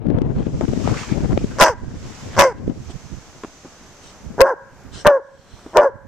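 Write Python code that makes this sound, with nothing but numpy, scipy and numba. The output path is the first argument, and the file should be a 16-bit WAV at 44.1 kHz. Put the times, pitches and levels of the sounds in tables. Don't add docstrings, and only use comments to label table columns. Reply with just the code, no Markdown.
import sys
import numpy as np
from scipy import signal
from scipy.fft import rfft, irfft, next_fast_len
from scipy.io import wavfile
from scipy.ndimage import uniform_filter1d, map_coordinates
from numba import njit

SR = 44100
rng = np.random.default_rng(int(sys.argv[2]) if len(sys.argv) > 2 else 0)


def transcribe(signal):
    frames = np.atleast_2d(signal).T
    limited = np.clip(frames, -1, 1)
    pcm = np.round(limited * 32767).astype(np.int16)
    wavfile.write(sys.argv[1], SR, pcm)


N = 267863

# f/Hz, level/dB
CRUNCH_SPECTRUM = [(300, 5.5), (700, 8), (1300, 10), (2200, 5.5), (3500, -1), (6000, -10), (9000, -19),
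                   (15000, -61.5)]


def amp(db):
    return 10 ** (np.asarray(db) / 20)


def unit(x):
    return x / np.sqrt(np.mean(x ** 2) + 1e-20)


def along(points, hz):
    f, v = np.transpose(points)
    return np.interp(np.log(hz + 1), np.log(f + 1), v)


def curves(rows, at):
    knots, *columns = np.transpose(rows)
    return [np.interp(at, knots, column) for column in columns]


def strokes(rows, t):
    return sum(amp(db) * np.exp(-(2 * (t - s) / length) ** 4) for s, length, db in rows)


def wobble(rate, n):
    return map_coordinates(rng.standard_normal(int(n * rate / SR) + 4), [np.arange(n) * rate / SR])


def filtered(x, response):
    n = x.shape[-1]
    m = next_fast_len(n + 8192)
    return irfft(rfft(x, m) * response(np.fft.rfftfreq(m, 1 / SR)), m)[..., :n]


def coloured(x, spectrum):
    return unit(filtered(x, lambda hz: amp(along(spectrum, hz))))


def steady(x, size=400):
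    return x / np.sqrt(np.abs(uniform_filter1d(uniform_filter1d(x ** 2, size), size)) + 1e-9)


def pair(n, alike):
    return np.sqrt(alike) * rng.standard_normal(n) + np.sqrt(1 - alike) * rng.standard_normal((2, n))


def patchy(x, depth_db):
    z = signal.stft(x, nperseg=512)[2]
    field = uniform_filter1d(rng.standard_normal(z.shape[1:]), size=4, axis=0)
    field = uniform_filter1d(field, size=12, axis=1)
    return signal.istft(z * amp(depth_db * unit(field)), nperseg=512)[1][:, :N]


def add(track, s, sound):
    start = max(0, round(s * SR))
    room = track[..., start:start + sound.shape[-1]]
    room += sound[..., :room.shape[-1]]


def distant_murmur(level_db=-48):
    # f/Hz, level/dB
    spectrum = [(60, 5.5), (200, 3), (500, 2), (900, -1), (1600, -4.5), (2500, -15), (4000, -45.5),
                (9000, -30.5)]
    return amp(level_db + 0.94 * wobble(6.7, N)) * coloured(pair(N, alike=0.96), spectrum)


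def hiss(t, whine_hz=6180, half_width_hz=45, whine_middle=3.55, whine_length=1.9, whine_db=-58):
    # t/s, relative level/dB
    envelope = [(0, -71), (.33, -45.5), (1, -40), (1.22, -48.5), (1.9, -49), (2.25, -46.5), (2.6, -51.5),
                (4.1, -53.5), (4.6, -59.5), (5.6, -58.5), (6.05, -63.5)]
    # f/Hz, level/dB
    spectrum = [(1000, -0.5), (2500, 1.5), (4200, -1), (5500, 3), (6250, 3), (6800, 2.5), (7700, -2),
                (9000, -14), (12000, -21), (15000, -30.5)]
    balance = amp([[-1], [1]])
    air = amp(curves(envelope, t)[0] + 3) * coloured(pair(N, alike=0.11), spectrum) * balance
    whine = filtered(pair(N, alike=.4), lambda hz: 1 / (1 + ((hz - whine_hz) / half_width_hz) ** 2))
    return air + strokes([(whine_middle, whine_length, whine_db)], t) * unit(whine)


def jacket(t):
    # centre t/s, length/s, level/dB
    swishes = [(2.91, 0.029, -46), (4.074, 0.11, -46.5), (4.979, 0.1, -39), (5.496, 1, -55)]
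    # f/Hz, level/dB
    spectrum = [(500, -3), (1700, 0), (2400, -9.5), (3100, 5), (3600, 0), (4100, 2), (4900, -5.5),
                (5700, 5), (6600, -8.5), (8000, -1), (9300, -15), (11000, -37.5)]
    return strokes(swishes, t) * coloured(patchy(pair(N, alike=.4), depth_db=3), spectrum)


def paws(t, shuffle_db=-47.5, shuffle_end=2.65):
    # centre t/s, length/s, level/dB
    ploughs = [(.41, 0.14, -36), (.9, 0.13, -39), (1.015, .11, -33), (1.115, 0.057, -35.5),
               (2.36, 0.12, -44)]
    clumps = amp(2.5 * wobble(70, N))
    grains = patchy(pair(N, alike=.5), depth_db=3.5) * clumps * amp(2.5 * wobble(500, N))
    envelope = strokes(ploughs, t) + amp(shuffle_db) * np.clip((shuffle_end - t) * 10, 0, 1)
    return envelope * coloured(grains, CRUNCH_SPECTRUM)


def footsteps(trim_db=-2, rise=0.00049):
    # t/s, relative level/dB, 60 dB decay time/s, crust re thud/dB
    steps = [(.609, -11, 0.074, -30), (1.319, -18.5, 0.077, -18), (1.376, -6.5, 0.0085, -5),
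             (2.896, -32.5, 0.13, -33), (3.435, -14.5, 0.027, -16), (3.446, -19, 0.025, -14),
             (3.647, -30.5, 0.12, -24), (5.662, -27, 0.044, -20)]
    # f/Hz, level/dB
    thud_spectrum = [(60, -17), (170, 4), (320, 10), (520, -1), (900, -3.5), (1500, -12.5), (2600, -28.5),
                     (4000, -38), (7000, -30), (14000, -64)]
    out = np.zeros((2, N))
    age = np.arange(SR // 4) / SR
    for s, db, t60, crust_db in steps:
        thud = coloured(pair(len(age), alike=1.0), thud_spectrum)
        crust = amp(crust_db) * coloured(pair(len(age), alike=0.55), CRUNCH_SPECTRUM)
        envelope = amp(db + trim_db - 60 * age / t60) * (1 - np.exp(-age / rise))
        add(out, s, envelope * (thud + crust))
    return out


def wind(t, lumps_db=5.0, trim_db=0.1):
    # t/s, left level/dB, right level/dB
    gusts = [(0, -8.5, -21.5), (.19, 10, 3.5), (.33, -3.5, -8), (.62, -14.5, -16), (.92, -13.5, -25.5),
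             (1.04, -35.5, -43), (1.14, -17, -29.5), (1.4, -20.5, -17), (1.56, -28.5, -33),
             (1.86, -21.5, -15), (2.17, -39, -41.5), (2.35, -26.5, -27), (2.66, -16.5, -21),
             (2.95, -47, -35.5), (3.65, -54, -56), (4.15, -56.5, -43), (4.35, -30.5, -44.5),
             (4.7, -49.5, -41), (5.05, -45, -43), (6.05, -61.5, -60)]
    # centre t/s, length/s, level/dB
    puffs = [(2.92, 0.075, -32), (3.15, 0.072, -24.5), (4.27, 0.06, -31.5), (4.9, 0.14, -32),
             (5.53, 0.051, -38.5), (5.99, 0.2, -29)]
    # f/Hz, level/dB
    spectrum = [(20, -10), (60, -4), (130, 1), (250, -3), (400, -10.5), (650, -18), (1200, -32),
                (3000, -48), (9000, -79)]
    # f/Hz, gain/dB
    shelter = [(30, 6), (70, 7.5), (150, 0), (400, -8.5), (2000, -13)]
    lumps = amp(lumps_db * np.array([wobble(55, N), wobble(55, N)]))
    left, right = coloured(lumps * rng.standard_normal((2, N)), spectrum)
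    left_gain, right_gain = amp(np.array(curves(gusts, t)) + trim_db)
    return np.array([left_gain * left, (right_gain + strokes(puffs, t)) * coloured(right, shelter)])


def eddies(trim_db=-2, tear_db=-23):
    # t/s, relative level/dB, port (0 left, 1 right), centre f/Hz
    vortices = [(0.069, 13.5, 0, 214), (0.087, 15.5, 0, 202), (0.103, 16.5, 0, 296), (0.187, 19.5, 0, 316),
                (0.219, 20.5, 0, 323), (0.406, 10, 0, 210), (0.469, 9, 0, 215), (0.611, 4.5, 0, 440),
                (0.653, 1, 0, 313), (0.683, 1.5, 0, 304), (0.736, 1.5, 0, 304), (0.776, -0.5, 0, 205),
                (0.877, 1.5, 0, 447), (1.123, 4, 0, 203), (1.207, -5, 0, 213), (1.237, -6.5, 1, 214),
                (1.331, -3, 0, 422), (1.377, 5, 0, 394), (1.445, 1, 0, 206), (2.679, 5, 1, 188),
                (2.699, 5, 0, 226)]
    out = np.zeros((2, N))
    t = np.arange(-SR // 50, SR // 50) / SR
    for s, db, port, hz in vortices:
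        swell = np.exp(-np.abs(t) * hz * 1.66)
        swing = np.cos(2 * np.pi * hz * t + rng.uniform(0, 2 * np.pi) + 1.08 * wobble(406, len(t)))
        noise = coloured(rng.standard_normal(len(t)), CRUNCH_SPECTRUM)
        tear = amp(tear_db) * (hz / 300) ** 2 * swell ** 2 * noise
        add(out[port], s + t[0], amp(db + trim_db) * (swell * swing + tear))
    return out


def echoes(x, tail_db=-29, build_up=0.023, slap_db=-39, slap_delay=0.11, slap_hz=1000):
    # f/Hz, 60 dB decay time/s
    decay_times = [(200, 0.61), (600, 0.33), (1700, 0.5), (3000, 0.5), (9000, 0.16)]
    # f/Hz, gain/dB
    colour = [(250, -5.5), (560, 1.5), (800, 2.5), (1000, 7.5), (1200, -3), (1500, 7), (1750, 6),
              (2500, -0.5), (8000, -0.5)]
    hz, t, z = signal.stft(pair(SR, alike=0.65), SR, nperseg=256)
    envelope = amp(-60 * t / along(decay_times, hz)[:, None]) * (1 - np.exp(-t / build_up))
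    response = signal.istft(z * envelope, SR, nperseg=256)[1]
    response *= amp(tail_db) / np.linalg.norm(response[0])
    tail = signal.fftconvolve(x, response, axes=1)[:, :N]
    slap = filtered(x, lambda f: np.exp(-2j * np.pi * f * slap_delay) / (1 + ((f - slap_hz) / 250) ** 2))
    return filtered(tail + amp(slap_db) * slap, lambda f: amp(along(colour, f)))


def early_reflections(x, level_db=-15, count=7):
    response = np.zeros((2, SR // 20))
    for side in response:
        signs = rng.choice([-1, 1], count)
        side[rng.integers(SR // 1500, SR // 70, count)] = amp(level_db) * signs / np.sqrt(count)
    return filtered(signal.fftconvolve(x, response, axes=1)[:, :N], lambda hz: hz / np.hypot(hz, 900))


def breath(t, start, length, peak_db, swell_db, attack, fall, sag_db, hz, scoop, hoarse_time,
           break_after, break_length, break_depth, split, pitch_step, mouth_db):
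    pitch_drop, throat_fade_db, mouth_fade_db = .3, 25, 17
    age, remaining = np.maximum(t - start, 0), np.maximum(start + length - t, 0)
    past = lambda s: .5 + .5 * np.tanh((age - s) / .006)
    opening = 1 - past(hoarse_time)
    broken = strokes([(break_after, break_length, 0)], age)
    fading = np.exp(-(remaining / fall) ** 2)
    effort_db = peak_db - swell_db * np.exp(-(age / attack) ** 2)
    pitch_rise = 1 - scoop * np.exp(-(age / (1.4 * attack)) ** 4)
    pitch_fall = 1 - pitch_drop * np.exp(-remaining / fall)
    pitch = hz * pitch_rise * pitch_fall * (1 - pitch_step * past(break_after + break_length / 2))
    rough = np.clip(.087 + np.maximum(.56 * opening, .62 * break_depth * broken), .01, .95)
    loss_db = np.maximum(4.5 * opening, 9 * break_depth * broken)
    throat_db = effort_db - loss_db - sag_db * (age / length) ** 2 - (throat_fade_db - sag_db) * fading
    formants_db = effort_db + mouth_db - 3.5 * age / length - mouth_fade_db * fading + 8.5 * rough
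    return pitch, throat_db, formants_db, rough, split * broken


def bark(row, jaws_db, treble_db, jitter=.065, shimmer_db=4.5, doubling_db=-2,
         creak_hz=135, creak_time=0.021, creak_db=17, cutoff_time=0.0042):
    # f/Hz, gain/dB
    throat_resonance = [(100, -43), (240, -28), (340, -10.5), (450, -10.5), (570, 4.5), (690, -6),
                        (800, -25), (1000, -32), (1500, -93)]
    # f/Hz, gain/dB
    mouth_formants = [(400, -58), (680, -7), (850, -0.5), (1000, 4), (1220, -12), (1420, -2.5),
                      (1750, -11.5), (2050, -13.5), (2700, -49), (3600, -53), (6000, -60), (12000, -61)]
    # f/Hz, level/dB
    jaw_spectrum = [(1200, -30.5), (2300, -4.5), (3000, -8.5), (3900, -20.5), (5100, -1), (5550, -6.5),
                    (6000, 1.5), (6700, -11.5), (8000, -11), (9500, -27), (14000, -30.5)]
    start, end = row[0], row[0] + row[1]
    t = np.arange(start - .02, end + .03, 1 / SR)
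    n = len(t)
    pitch, throat_db, formants_db, rough, doubling = breath(t, *row)
    phase = 2 * np.pi * np.cumsum(pitch * (1 + jitter * rough * wobble(330, n))) / SR
    order = np.arange(1, 25)[:, None] / 2
    partials = np.where(order % 1 == 0, 1, amp(doubling_db) * doubling) * np.cos(order * phase)
    flap = amp(rough * shimmer_db * (np.cos(phase / 3) + wobble(260, n)))

    def directivity_db(hz):
        return treble_db * np.clip((hz - 1650) / 450, 0, 1) * (1 + .5 * np.exp(-((hz - 2300) / 400) ** 2))

    def through(tract, noise_share):
        response = lambda hz: amp(along(tract, hz) + directivity_db(hz))
        tone = steady(np.sum(partials * response(order * pitch), axis=0))
        rasp = steady(filtered(unit(flap * rng.standard_normal(n)), response))
        return steady(np.sqrt(1 - noise_share) * steady(flap * tone) + np.sqrt(noise_share) * rasp)

    throat = through(throat_resonance, rough ** 1.4)
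    mouth = through(mouth_formants, np.minimum(rough ** .55, .85))
    pulsed_air = pair(n, alike=0.23) * flap * (1 + .5 * np.cos(phase))
    jaws = amp(jaws_db - 5 * (t - start) / (end - start)) * coloured(pulsed_air, jaw_spectrum)
    age = np.maximum(t - start, 0)
    slap_phase = (age * creak_hz * (1 + 10 * age)) % 1
    creak = amp(creak_db * np.exp(-(age / creak_time) ** 2) * (.5 - slap_phase))
    gate = uniform_filter1d((t > start) * creak, size=24) * np.clip((end - t) / cutoff_time + 1, 0, 1)
    return t[0], gate * (amp(throat_db) * throat + amp(formants_db) * (mouth + jaws))


def dog():
    # start t/s, length/s, effort level/dB, swell/dB, attack/s, fall/s, throat sag/dB,
    # nominal pitch f/Hz, upward scoop (0-1), hoarse opening/s, break centre after start/s,
    # break length/s, break depth (0-1), period doubling (0-1), pitch lost in the break (0-1),
    # mouth formants re effort/dB, facing the microphone (0-1)
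    barks = [(1.586, .151, 4, 31, 0.021, 0.031, 3, 659.2, .12, 0.066, 0.082, .05, 0.72, 0.96, .17, -5.5, .66),
             (2.366, 0.16, 3, 32, 0.021, .038, -3, 559.5, .03, 0.081, .075, .02, .1, 0.1, 0, -8, .98),
             (4.381, .159, 6.5, 31, .021, 0.01, 18.5, 542, .27, 0.03, 0.0967, .062, 0.85, 0.64, 0.05, -16, 0.09),
             (5.049, 0.15, 3.5, 23.5, .011, 0.02, 1.5, 584.6, 0.01, .036, .055, 0.022, 0.16, 0.8, .04, -11.5, .07),
             (5.733, .166, 5.5, 42, 0.028, 0.017, 3, 585.4, .44, 0.059, .098, 0.045, 0.8, 1, .02, -12.5, 0.13)]
    # facing (0-1), echo gain/dB, jaw hiss re mouth/dB, treble gain/dB
    radiation = [(0, 3.1, -30, -10.5), (.65, -6, -9, -1), (1, -5, -11, 5.5)]
    direct, thrown = np.zeros((2, N)), np.zeros((2, N))
    for *row, facing in barks:
        echo_db, jaws_db, treble_db = curves(radiation, facing)
        s, sound = bark(row, jaws_db, treble_db)
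        add(direct, s, sound)
        add(thrown, s, amp(echo_db) * sound)
    return direct + early_reflections(direct) + echoes(thrown)


def scene():
    t = np.arange(N) / SR
    return dog() + wind(t) + eddies() + paws(t) + footsteps() + jacket(t) + hiss(t) + distant_murmur()


@njit
def gain_control(peak, start_db, threshold, ceiling, pull, release):
    gain_db = np.empty(len(peak))
    now = start_db
    for i in range(len(peak)):
        excess = min(peak[i] * 10 ** (now / 20), ceiling) - threshold
        now = min(0., now + release - pull * max(0., excess))
        gain_db[i] = now
    return gain_db


def record(dry, band_limit_hz=15000):
    gain_db = gain_control(np.abs(dry).max(axis=0), start_db=-18.0, threshold=0.19, ceiling=0.57,
                           pull=1500 / SR, release=42 / SR)
    x = dry * amp(gain_db)
    saturated = x / (1 + np.abs(x / .9) ** 4) ** (1 / 4)
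    fast = filtered(x, lambda hz: 1 - 1 / (1 + (hz / 340) ** 8))
    overflow = fast < -np.array([[.98], [1.6]])
    converted = np.where(overflow, -.9 * saturated, saturated)
    return filtered(converted, lambda hz: 1 / (1 + (hz / band_limit_hz) ** 60))


dry = scene()
out = record(dry)
transcribe(out)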